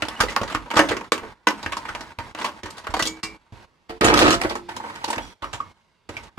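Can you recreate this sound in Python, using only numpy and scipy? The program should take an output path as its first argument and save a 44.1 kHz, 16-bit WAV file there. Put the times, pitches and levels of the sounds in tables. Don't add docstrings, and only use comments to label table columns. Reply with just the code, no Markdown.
import sys
import numpy as np
from scipy import signal
from scipy.fft import rfft, irfft, next_fast_len
from scipy.io import wavfile
from scipy.ndimage import uniform_filter1d

SR = 44100
rng = np.random.default_rng(int(sys.argv[2]) if len(sys.argv) > 2 else 0)


def output_pcm(signal):
    pcm = np.clip(np.atleast_2d(signal).T, -1, 1) * 32767
    wavfile.write(sys.argv[1], SR, np.round(pcm).astype(np.int16))


def attenuation_scalar(level_db):
    decades = np.asarray(level_db, float) / 20
    return 10 ** decades


N = 281754

# hz, level_db_per_hz
HUSH_COLOUR = [(18, -28.5), (30, 7.5), (287, -3), (328, -2), (384, -4), (554, -6), (684, -7.5), (937, -2.5),
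               (1810, -13.5), (2120, -10), (3060, -13.5), (4700, -16), (6000, -22), (16000, -40)]
HUSH_DB = -65
# hz, t60_s
ROOM_T60 = [(100, 0.51), (500, 0.2), (2000, 0.13), (6000, 0.12), (14000, 0.16)]
# hz, scatter_rad
SPREAD = [(100, 0.24), (300, 0.1), (700, 0.2), (2000, 1.19), (5000, 0.68), (10000, 0.58)]
# hz, likeness_0_to_1
SAME = [(100, 0.69), (400, 1), (1000, 0.99), (2500, 0.27), (5000, 0.11), (8000, 0.88), (14000, 0.72)]
# time_s, left_lag_samples
LAG = [
    (0, -2.5),
    (3.4, -3.5),
    (3.9, 11.5),
    (6.39, 4),
]
# time_s, left_over_right_db
LEAN = [
    (0, 0),
    (.6, 0.5),
    (3.3, 1.2),
    (3.6, 0),
]
SHUT_AT_S = [1.085, 1.33, 2.125, 2.315, 2.6, 3.2, 3.362, 3.648, 3.98, 5.33, 5.718, 6.282]
OPEN_AT_S = [1.118, 1.468, 2.186, 2.348, 2.632, 3.23, 3.522, 3.89, 4.01, 5.421, 6.089, 6.374]
GATE_DB = 14.5

# hz, width_hz, level_db
TABLE_MODES = [(55.1, 11, 3), (112, 54, -1.5), (174, 29, -5.5), (211, 15, -8.5), (269, 7.1, -9)]
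# start_s, peak_db, low_mode_hz
THUMPS = [(0.027, -30.5, 101), (0.203, -18, 58.6), (.414, -18.5, 196), (.549, -16.5, 270),
          (0.765, -17, 190), (.899, -25.5, 114), (1.469, -36, 279), (1.661, -29, 85), (2.183, -26.5, 99),
          (2.639, -31.5, 89), (2.892, -25, 61.5), (3.02, -23, 174.5), (3.235, -28, 182),
          (3.523, -30.5, 114.5), (4.047, -7.5, 281), (4.088, -12, 340), (4.199, -14, 212),
          (4.233, -15, 400), (4.284, -15, 400), (4.3, -21, 283), (4.449, -21, 280), (5.172, -22.5, 275),
          (5.21, -33.5, 56.3), (5.538, -30, 115.3), (6.093, -34.5, 92), (6.377, -29.5, 118),
          (1.901, -34, 55), (3.895, -35.5, 60), (5.425, -31, 55), (6.17, -39, 151)]

# start_s, hardest_s, end_s, pressure_db, brightness_db
RUBS = [(0., 0.458, 0.8, -41.5, -10.5), (.7, 0.93, 1.08, -35, -11), (1.121, 1.15, 1.52, -38.5, -15),
        (1.47, 1.684, 4.4, -41.5, -11), (2.34, 2.443, 2.57, -38, -12), (2.639, 2.86, 3.3, -43, -11),
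        (4.36, 4.44, 4.61, -33.5, -9), (4.685, 5.045, 5.2, -41, -11), (5.2, 5.29, 5.405, -48, -3.5),
        (5.41, 5.496, 5.74, -49, -13), (5.74, 5.78, 6.085, -52, -8), (6.09, 6.2, 6.6, -48, -9.5)]
# hz, level_db_per_hz
RUB_COLOUR = [(150, -43.5), (250, -21.5), (348, -10), (547, -14.5), (1010, -3), (1160, -9.5), (1400, -7.5),
              (5000, -27), (9000, -35.5), (12500, -43.5), (16000, -54)]
RUB_RISE_DB, RUB_FADE_DB, RUB_RUMBLE_DB = -0.5, -17, -10
# time_s, pressure_db, brightness_db
DRAG = [
    (4.008, -16.5, -18),
    (4.045, -14.5, -10.5),
    (4.09, -14.5, -10),
    (4.136, -12, -24),
    (4.182, -16.5, -2),
    (4.27, -14, -13),
    (4.312, -21.5, -7.5),
    (4.352, -31, 1.5),
    (4.4, -50, -13),
]
# hz, level_db_per_hz
DRAG_COLOUR = [(88, -40.5), (150, -19), (348, 0), (504, -8), (730, -8), (2100, -12), (4000, -19),
               (5790, -26), (8730, -34), (13200, -48.5), (16000, -57.5)]
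DRAG_RUMBLE_DB = -15

# struck_s, hz, level_db, t60_s
COVER = [(2.996, 1972, -22.5, 0.25), (3.05, 319, -34.5, 0.45), (3.07, 2283, -36, 0.43),
         (3.07, 2196, -36, 0.22), (3.06, 448, -39, 0.33), (3.232, 2180, -44.5, 0.39),
         (3.232, 2335, -33, .3), (3.232, 1980, -34, .15), (3.232, 2767, -44, 0.42), (3.231, 2760, -31, 0.2),
         (3.232, 2227, -41, 0.4), (3.232, 325, -34, 0.43), (3.233, 430, -43.5, 0.43),
         (3.896, 346.4, -31, 0.2), (3.896, 449, -31.5, 0.26), (3.896, 717, -40, 0.19),
         (5.6, 2170, -57, 2.5), (4.3, 342.7, -24, 0.45), (4.33, 682, -30, .5), (4.448, 347, -35, 1.34),
         (5.22, 5780, -51, 0.57), (5.199, 3350, -45, 0.55), (5.43, 5700, -52, 0.6)]
# struck_s, hz, level_db, t60_s
PANELS = [(.023, 2550, -19, 0.03), (.023, 1380, -19.5, 0.058), (.085, 3430, -25.5, 0.029),
          (.163, 2910, -30, 0.043), (.208, 1567, -9, 0.038), (.237, 4550, -22, .03), (.283, 2000, -24, .05),
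          (.286, 4070, -23, 0.026), (.793, 554, -13, 0.095), (1.12, 468, -12.5, 0.038),
          (1.12, 1060, -6, 0.03), (1.155, 1250, -29, 0.03), (1.47, 1009, -7.5, 0.037),
          (1.47, 1487, -10, 0.059), (1.472, 2012, -15, 0.065), (2.938, 771, -21.5, 0.11),
          (2.94, 2170, -23.5, 0.053), (3.052, 3550, -23.5, .08), (3.072, 3350, -31, 0.054),
          (3.025, 3490, -24, .05), (4.448, 352, -4.5, .04), (4.176, 3440, -16.5, .03),
          (4.306, 5100, -20.5, 0.11), (4.045, 8710, -15.5, 0.049), (.77, 3240, -18.5, .04),
          (.77, 6300, -24, .05), (.77, 7900, -26, .03), (.792, 3200, -18, .04), (.792, 6270, -20, .12),
          (.792, 5210, -24, .1), (.84, 2050, -29.5, .15), (3.07, 6590, -34, .15), (3.07, 6890, -33.5, .15),
          (3.075, 5448, -40.5, .14), (3.075, 7359, -41, .2), (2.94, 4530, -24, .08), (3.0, 4500, -24, .08),
          (4.9, 4560, -41, .04), (.68, 950, -32, .04), (3.028, 3930, -29, .08), (4.043, 4050, -22.5, .15),
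          (4.306, 4095, -18, .1), (4.306, 6445, -27.5, .15), (3.24, 6700, -44, .15)]
FUZZ = 0.89

# start_s, catch_peak_db, pitch_hz, crack_db, slip_peak_db
SLIPS = [(1.12, -10, 1140, -10.5, -23), (1.47, -4.5, 1028, -12.5, -4), (1.721, -17.5, 1014, -12, -15),
         (1.768, -16, 980, -10.5, -12.5), (1.852, -23, 1020, -23, -21.5), (2.387, -21.5, 1030, -20, -25),
         (2.413, -19, 980, -19, -27), (2.444, -15, 987, -12, -13), (2.483, -24.5, 1060, -22, -24),
         (2.656, -25, 896, -13, -21), (2.939, -13.5, 915, -15.5, -12.5), (4.448, -14.5, 603, -34, -30),
         (4.553, -16, 980, -20, -26), (4.688, -24, 900, -19, -21), (4.766, -21.5, 987, -6, -17.5),
         (4.8, -26.5, 905, -45, -20.5), (4.859, -26.5, 1010, -30, -30), (4.899, -28, 985, -16, -18),
         (5.041, -16.5, 888, -11.5, -14.5), (5.102, -18, 922, -5, -10), (5.129, -17, 986, -13.5, -17),
         (5.441, -22.5, 1245, -18, -14.5), (5.602, -30, 1145, -23, -9.5), (6.167, -24.5, 2250, -21.5, -15)]
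# start_s, peak_db, crack_db
TAPS = [(.051, -21, -19), (0.0843, -16, -13.5), (0.433, -16, -17), (.713, -15, -23), (1.01, -23.5, -25),
        (1.179, -20.5, -16.5), (1.506, -15.5, -17), (1.629, -22, -16), (1.95, -17, -19),
        (2.008, -24, -13.5), (2.187, -18, -23), (2.2, -24.5, -25), (2.349, -22.5, -23), (4.839, -25, -41.5),
        (4.955, -25.5, -7.5), (6.234, -36, -9)]
HOLLOW_HZ = 956
# start_s, peak_db, main_mode_hz, crack_db
KNOCKS = [(.022, -12, 1390, -18.5), (.235, -9.5, 492, -25), (.364, -5, 1060, -24.5),
          (.415, -13, 504, -21.5), (.792, 2.5, 1728, -20), (.805, -9, 559, -36), (.968, -16.5, 1105, -19),
          (1.154, -25, 430, -17), (1.662, -10, 1703, -25), (2.114, -60, 2716, -24),
          (2.633, -22.5, 350, -17), (2.704, -27.5, 1270, 10), (2.869, -19, 1340, -32.5),
          (3.024, -8, 3000, -4.5), (3.072, -12.5, 1200, 1), (4.014, -11, 354, -20.5),
          (4.14, -6.5, 3410, -6.5), (4.176, -4, 716, -21.5), (4.415, -9, 770, -17.5),
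          (5.158, -21.5, 1510, -12), (5.181, -13.5, 890, -29.5), (5.428, -22, 1080, -32),
          (6.091, -23, 570, -15.5), (6.287, -39, 845, -27), (6.377, -25.5, 1740, -25)]
# start_s, peak_db, main_mode_hz, crack_db
CLATTERS = [(.284, -20, 1930, -14.5), (.5, -22.5, 1250, -18), (.736, -13, 1130, -21.5),
            (.771, -7.5, 1060, -16), (1.231, -26.5, 404, -36), (1.885, -19, 1355, -22.5),
            (3.053, -13, 3330, -4.5), (3.231, -14.5, 1144, -0.5), (3.894, -24, 703, -18.5),
            (4.044, -3, 446, -11), (4.305, -3, 1277, -13), (4.494, -19, 793, -11), (5.079, -19, 830, -14),
            (5.53, -19, 890, -15)]
# start_s, peak_db, main_mode_hz, crack_db
SCUFFS = [(.108, -30, 1104, -28), (.135, -38, 1090, -27), (.19, -24.5, 1200, -27.5), (.203, -5, 980, -14),
          (.3, -24.5, 2040, -9), (.32, -28.5, 2060, -12.5), (.476, -23.5, 533, -15.5),
          (.52, -20, 1243, -15.5), (.546, -13.5, 1160, -27.5), (.659, -31, 955, -27),
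          (.703, -21.5, 910, -22.5), (.755, -14.5, 1092, -17.5), (.887, -15, 667, -16),
          (.91, -11.5, 446, -27), (1.042, -32.5, 1060, -24), (2.374, -27.5, 1010, -17),
          (2.398, -24.5, 1026, -16), (2.425, -24, 985, -15), (2.457, -20, 1074, -16.5),
          (2.68, -31, 940, -27), (2.768, -31.5, 1010, -12), (2.78, -23, 957, -12.5), (2.84, -31, 956, -24),
          (2.903, -26.5, 1000, -17), (2.965, -14.5, 880, -14.5), (4.19, -8.5, 715, -9.5),
          (4.215, -5.5, 509, -23.5), (4.28, -10, 441, -15), (4.325, -9, 1306, -17.5),
          (4.435, -19, 715, -17), (4.503, -18, 878, -29.5), (5.42, -24, 1030, -22),
          (2.992, -10, 1500, -11.5), (.765, -5, 1199, -23)]
# start_s, peak_db, main_mode_hz, crack_db
SNAPS = [(.022, -12.5, 2530, -16), (.363, -8.5, 4600, -10.5), (1.12, -3.5, 2130, -14),
         (1.487, -10, 5150, -6.5), (4.011, -4, 1223, -14), (4.141, -3, 3180, -10.5), (4.182, -5, 1220, -21),
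         (4.306, -8, 4320, -6), (2.45, -18.5, 2110, -9), (2.871, -18.5, 2030, -32),
         (.208, -6.5, 4650, -9.5), (.549, -9, 1200, -18), (.704, -29.5, 7070, -8.5), (.77, -7.5, 3140, -9),
         (.792, -7.5, 6310, -8.5), (.892, -12.5, 3497, -9), (2.94, -15.5, 4490, -17.5),
         (4.145, -13, 8000, -6), (4.176, -9.5, 4100, -11.5), (4.436, -19, 4500, -13),
         (4.765, -22.5, 3170, -5.5), (5.046, -15, 4020, -9.5), (5.13, -18.5, 2850, -17),
         (5.537, -23, 3450, -19), (4.722, -36, 2840, -12)]
KNOCK_MS, CLATTER_MS, TAP_MS = 7.93, 15, 7.4
SLIP_MS, SCUFF_MS, SNAP_MS = 8.4, 8.7, 1.5
SLIP_CLICK_DB, SCUFF_CLICK_DB = -9.5, -26.5
HARD_RISE, SLIP_RISE, SCUFF_RISE = 0.28, 0.47, 0.94
# hz, level_db_per_hz
KNOCK_COLOUR = [(120, -35), (200, -2.5), (538, -2.5), (683, -5.5), (1020, -2.5), (1560, -4.5), (1770, -5),
                (2750, -6), (3130, -7.5), (5840, -15.5), (6280, -15.5), (15100, -36), (16000, -54)]
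# hz, width_hz, level_db
CHASSIS_MODES = [(636, 13, -2.5), (1060, 660, 1.5), (1270, 41, 3.5), (1780, 91, -1.5), (2850, 46, -8.5),
                 (4720, 230, -2.5), (5100, 20, -8.5), (7230, 200, -13)]
CRACK_S, CRACK_LEFT = .006, .45


def evened(x):
    return x / np.sqrt(np.mean(x ** 2) + 1e-20)


def read(points, hz):
    f, value = np.transpose(points)
    return np.interp(np.log(hz + 1), np.log(f + 1), value)


def mode(hz, centre_hz, width_hz):
    return 1j * hz * width_hz / (centre_hz ** 2 - hz ** 2 + 1j * hz * width_hz)


def lagged(hz, samples):
    return np.exp(-2j * np.pi * hz * samples / SR / (1 + (hz / 4500) ** 4))


def placed(starts_s, sounds):
    out = np.zeros((2, N))
    for start_s, sound in zip(starts_s.ravel(), sounds.transpose(1, 0, 2)):
        part = out[:, max(round(start_s * SR), 0):][:, :sound.shape[1]]
        part += sound[:, :part.shape[1]]
    return out


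def hush():
    frames, hz = N // 256 + 5, np.fft.rfftfreq(1024, 1 / SR)
    a, b, c, d, patches = rng.standard_normal((frames, 513, 5)).T
    patches = evened(uniform_filter1d(uniform_filter1d(patches, 4, 0), 40, 1))
    shared, own = a + 1j * b, c + 1j * d
    z = np.array([shared, 0.99 * shared + 1.04 * own])
    z *= attenuation_scalar(read(HUSH_COLOUR, hz)[:, None] + 2.2 * patches)
    noise = signal.istft(z, nperseg=1024, noverlap=768)[1][:, :N]
    return attenuation_scalar(HUSH_DB + GATE_DB) * evened(noise)


def room(x):
    taps = np.zeros((2, SR // 2))
    at = np.arange(100, SR // 2 - 20, 20)
    at = at + rng.integers(0, 20, (2, len(at)))
    np.put_along_axis(taps, at, rng.choice([-1., 1.], at.shape), 1)
    hz, t, z = signal.stft(taps, SR, nperseg=256)
    same = np.clip(read(SAME, hz) - .15, 0, 1)[:, None]
    z = np.array([z[0], same * z[0] + np.sqrt(1 - same ** 2) * z[1]])
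    decay = attenuation_scalar(-60 * t / read(ROOM_T60, hz)[:, None])
    tail = signal.istft(z * decay, SR, nperseg=256)[1]
    return signal.fftconvolve(x, tail / np.linalg.norm(tail[0]), axes=1)[:, :N]


def thumps():
    start_s, db, low_hz = np.transpose(THUMPS)[:, :, None]
    size = 16384
    t, hz = np.arange(size) / SR, np.fft.rfftfreq(size, 1 / SR)
    uneven_db = 3.0 * rng.standard_normal((len(start_s), len(TABLE_MODES)))
    push = rfft(np.exp(-t / 0.0017) * (1 - np.exp(-t / 0.00057)))
    ring = mode(hz, low_hz, 0.22 * low_hz + 8)
    for k, (mode_hz, width_hz, mode_db) in enumerate(TABLE_MODES):
        ring = ring + attenuation_scalar(mode_db - 7.5 + uneven_db[:, k, None]) * mode(hz, mode_hz, width_hz)
    left = attenuation_scalar(-9.0 / (1 + (hz / 70) ** 2))
    sound = irfft(push * ring * np.array([left, np.ones_like(left)])[:, None])
    sound = attenuation_scalar(db) * sound / abs(sound[1]).max(1, keepdims=True)
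    return placed(start_s, sound[:, :, :9000])


def ports(mono, scatter):
    hz, t, z = signal.stft(mono, SR, nperseg=256)
    drift = rng.standard_normal(z.shape)
    drift = evened(uniform_filter1d(uniform_filter1d(drift, 4, 0), 9, 1))
    turn = np.exp(.5j * scatter * read(SPREAD, hz)[:, None] * drift)
    left = z * turn * lagged(hz[:, None], np.interp(t, *np.transpose(LAG)))
    return signal.istft(np.array([left, z / turn]), SR, nperseg=256)[1][:, :len(mono)]


def stroke(start_s, hardest_s, end_s, db, bright_db):
    eases = ((start_s, RUB_RISE_DB), (hardest_s, 0), (end_s, RUB_FADE_DB))
    return [(s, db + ease_db, bright_db, RUB_RUMBLE_DB) for s, ease_db in eases]


def friction(strokes, colour, slips_per_s, spread_db, smooth, clump_db, body_modes):
    rows = []
    for points in map(np.array, strokes):
        first_s, _, first_bright_db, first_rumble_db = points[0]
        last_s, _, last_bright_db, last_rumble_db = points[-1]
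        rows.append((first_s, -95.0, first_bright_db + 3.0, first_rumble_db - 4.0))
        rows.extend(points)
        rows.append((last_s, -95.5, last_bright_db + 10.5, last_rumble_db - 5.0))
    rows = np.array(rows)
    t = np.arange(N) / SR
    db, bright_db, rumble_db = (np.interp(t, rows[:, 0], column) for column in rows[:, 1:].T)

    clumps = attenuation_scalar(clump_db * evened(uniform_filter1d(rng.standard_normal(N), 500)))
    sizes = attenuation_scalar(spread_db * np.minimum(rng.exponential(1, N), 4))
    grains = sizes * (rng.random(N) < slips_per_s / SR) * rng.choice([-1, 1], N)
    size = next_fast_len(N)
    z = rfft((evened(grains) + smooth * rng.standard_normal(N)) * clumps, size)

    hz = np.fft.rfftfreq(size, 1 / SR)
    high = 1 / (1 + (3000 / (hz + 1)) ** 6)
    tint = attenuation_scalar(read(colour, hz))
    low = tint * (1 - high) * (1 + sum(attenuation_scalar(g) * mode(hz, f, w) for f, w, g in body_modes))
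    rumble = sum(attenuation_scalar(g) * mode(hz, f, w) for f, w, g in TABLE_MODES)
    low, high, rumble = (evened(irfft(z * part, size)[:N]) for part in (low, tint * high, rumble))
    return attenuation_scalar(db) * (low + attenuation_scalar(bright_db) * high + attenuation_scalar(rumble_db) * rumble)


def rubbing():
    rub = friction([stroke(*row) for row in RUBS], RUB_COLOUR, slips_per_s=1500, spread_db=3.4,
                   smooth=1.0, clump_db=1.8, body_modes=[(920, 120, -7), (2050, 140, -3.5)])
    drag = friction([[(*row, DRAG_RUMBLE_DB) for row in DRAG]], DRAG_COLOUR, slips_per_s=600, spread_db=4.0,
                    smooth=0.5, clump_db=1.0,
                    body_modes=[(353, 47, -13.0), (1250, 110, 3.5), (980, 40, -6.5), (750, 110, -4.5)])
    return ports(rub + drag, 1.5) * attenuation_scalar(np.array([[-1.2], [1.2]]))


def ringing_modes(rows, size):
    struck_s, hz, db, t60_s = np.transpose(rows)[:, :, None]
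    t = np.arange(size) / SR
    beat_phase, phase, apart = 2 * np.pi * rng.random((len(struck_s), 3)).T[:, :, None]
    decay = attenuation_scalar(db - 60 * t / t60_s) * (1 - np.exp(-t / 0.0012))
    flutter = rng.standard_normal((len(struck_s), size))
    flutter = evened(uniform_filter1d(uniform_filter1d(flutter, 150, 1), 150, 1))
    share = FUZZ / (1 + (3800 / hz) ** 8)
    beat = 1 + 0.2 * np.sin(2 * np.pi * 0.011 * hz * t + beat_phase)
    level = decay * beat * (1 - share + share * flutter)
    apart = 0.18 * read(SPREAD, hz) * (apart - np.pi)
    return placed(struck_s, level * np.sin(2 * np.pi * hz * t + np.array([phase, phase + apart])))


def slips():
    start_s, _, hz, _, db = np.transpose(SLIPS)[:, :, None]
    t = np.arange(3000) / SR
    waver = 1 + 0.4 * uniform_filter1d(rng.standard_normal((len(start_s), len(t))), 300, 1)
    turns = np.cumsum(hz * waver, 1) / SR
    progress = np.clip(t * (hz + 150) / 13.4, 0, 1)
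    swell = np.sin(np.pi * progress ** 0.59) ** 2
    behind = np.interp(start_s, *np.transpose(LAG)) * hz / SR
    left = attenuation_scalar(-1.5) * np.sin(2 * np.pi * (turns - behind))
    right = np.sin(2 * np.pi * turns)
    return placed(start_s, attenuation_scalar(db - 6.0) * swell * np.array([left, right]))


def contacts():
    taps = [(start_s, db, HOLLOW_HZ, crack_db) for start_s, db, crack_db in TAPS]
    kinds = ((taps, TAP_MS, 0, HARD_RISE),
             (KNOCKS, KNOCK_MS, 0, HARD_RISE),
             (CLATTERS, CLATTER_MS, 0, HARD_RISE),
             (SLIPS, SLIP_MS, SLIP_CLICK_DB, SLIP_RISE),
             (SCUFFS, SCUFF_MS, SCUFF_CLICK_DB, SCUFF_RISE),
             (SNAPS, SNAP_MS, 0, HARD_RISE))
    return [(*row[:4], *touch) for rows, *touch in kinds for row in rows]


def knocks():
    start_s, db, main_hz, crack_db, rattle_ms, click_db, rise = np.transpose(contacts())[:, :, None]
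    size = 6144
    t, hz = np.arange(size) / SR, np.fft.rfftfreq(size, 1 / SR)
    a, b, lumps, draw = rng.standard_normal((len(start_s), size, 4)).transpose(2, 0, 1)

    rattle_s = rattle_ms / 1000
    tick = np.minimum(0.0059 / rattle_s, 1.3) ** 2 * np.exp(-t / 0.0016)
    tick = 2.52 * attenuation_scalar(0.44 * np.minimum(db + 6.5, 0) + click_db) * tick
    burst = (1 - np.exp(-t / (rise * rattle_s))) * np.exp(-t / rattle_s)
    tail = 0.088 * np.exp(-t / (4 * rattle_s))
    shape = (tick + burst + tail) * (t < .12)
    shape = shape * attenuation_scalar(15.5 * uniform_filter1d(lumps, 40, 1))

    a, b = rfft(a * shape), rfft(b * shape)
    same = read(SAME, hz)
    lag = np.interp(start_s, *np.transpose(LAG))
    pair = np.array([a * lagged(hz, lag), same * a + np.sqrt(1 - same ** 2) * b])

    colour = attenuation_scalar(read(KNOCK_COLOUR, hz) + (crack_db + 18.5) / (1 + (3200 / (hz + 1)) ** 4))
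    bumps = evened(uniform_filter1d(uniform_filter1d(draw, 150, 1), 150, 1))[:, :len(hz)]
    colour = colour * attenuation_scalar(2.5 * bumps)
    ring = 0
    for k, (mode_hz, width_hz, mode_db) in enumerate(CHASSIS_MODES):
        detuned_hz = mode_hz * (1 + 0.018 * draw[:, 50 + k, None])
        level = attenuation_scalar(mode_db * 0.043 + 2.6 * draw[:, k, None])
        ring = ring + level * mode(hz, detuned_hz, width_hz + 30)
    main = attenuation_scalar(3.5) * mode(hz, main_hz, 0.06 * main_hz + 70)
    pair = pair * (colour * (1 + 0.37 * ring) + main)

    treble = 1j * hz / (2500 + 1j * hz)
    treble_loss = (1 - CRACK_LEFT) * (1 - np.exp(-t / (CRACK_S + rattle_s)))
    body = irfft(pair) - irfft(pair * treble) * treble_loss
    body = body / abs(body).max((0, 2), keepdims=True)
    body = body * attenuation_scalar(np.array([-.5, 1.7]))[:, None, None]
    return placed(start_s, (attenuation_scalar(db + 0.5) * body)[:, :, :5400])


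def scene():
    lean = attenuation_scalar(np.interp(np.arange(N) / SR, *np.transpose(LEAN)) * np.array([[.5], [-.5]]))
    near = (thumps() + rubbing() + knocks()) * lean
    hollow = slips() * lean
    sheet = ringing_modes(COVER, size=24000) + ringing_modes(PANELS, size=6000)
    reverb = attenuation_scalar(-6.0) * room(near + hollow + 0.66 * sheet)
    return hush() + reverb + sheet + hollow + near


def band_limit(x):
    return signal.sosfilt(signal.butter(12, 16450, fs=SR, output="sos"), x)


def record(dry):
    t = np.arange(N) / SR
    dry = signal.sosfilt(signal.butter(2, [38, 13000], "bandpass", fs=SR, output="sos"), dry)
    bass = signal.sosfilt(signal.butter(1, 60, fs=SR, output="sos"), dry)
    dry = dry + bass * np.array([[-.45], [.25]])

    shut = sum(np.clip((t - a) / 0.02, 0, 1) * (t < b) for a, b in zip(SHUT_AT_S, OPEN_AT_S))
    gate_db = -GATE_DB * uniform_filter1d(shut, 40)

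    power_db = 10 * np.log10(abs(uniform_filter1d((dry ** 2).mean(0), 300)) + 1e-12)
    fall_db = t * 170.0
    held_db = np.maximum.accumulate(power_db + fall_db) - fall_db
    over_db = np.maximum(held_db + 14.5, 0)
    squeeze_db = -0.14 * uniform_filter1d(over_db, 100)

    rounded = np.tanh(dry * attenuation_scalar(gate_db + squeeze_db))
    mix = signal.oaconvolve(rounded, signal.firwin(401, 16400, fs=SR)[None], "same")
    return band_limit(mix)


dry = scene()
out = record(dry)
output_pcm(out)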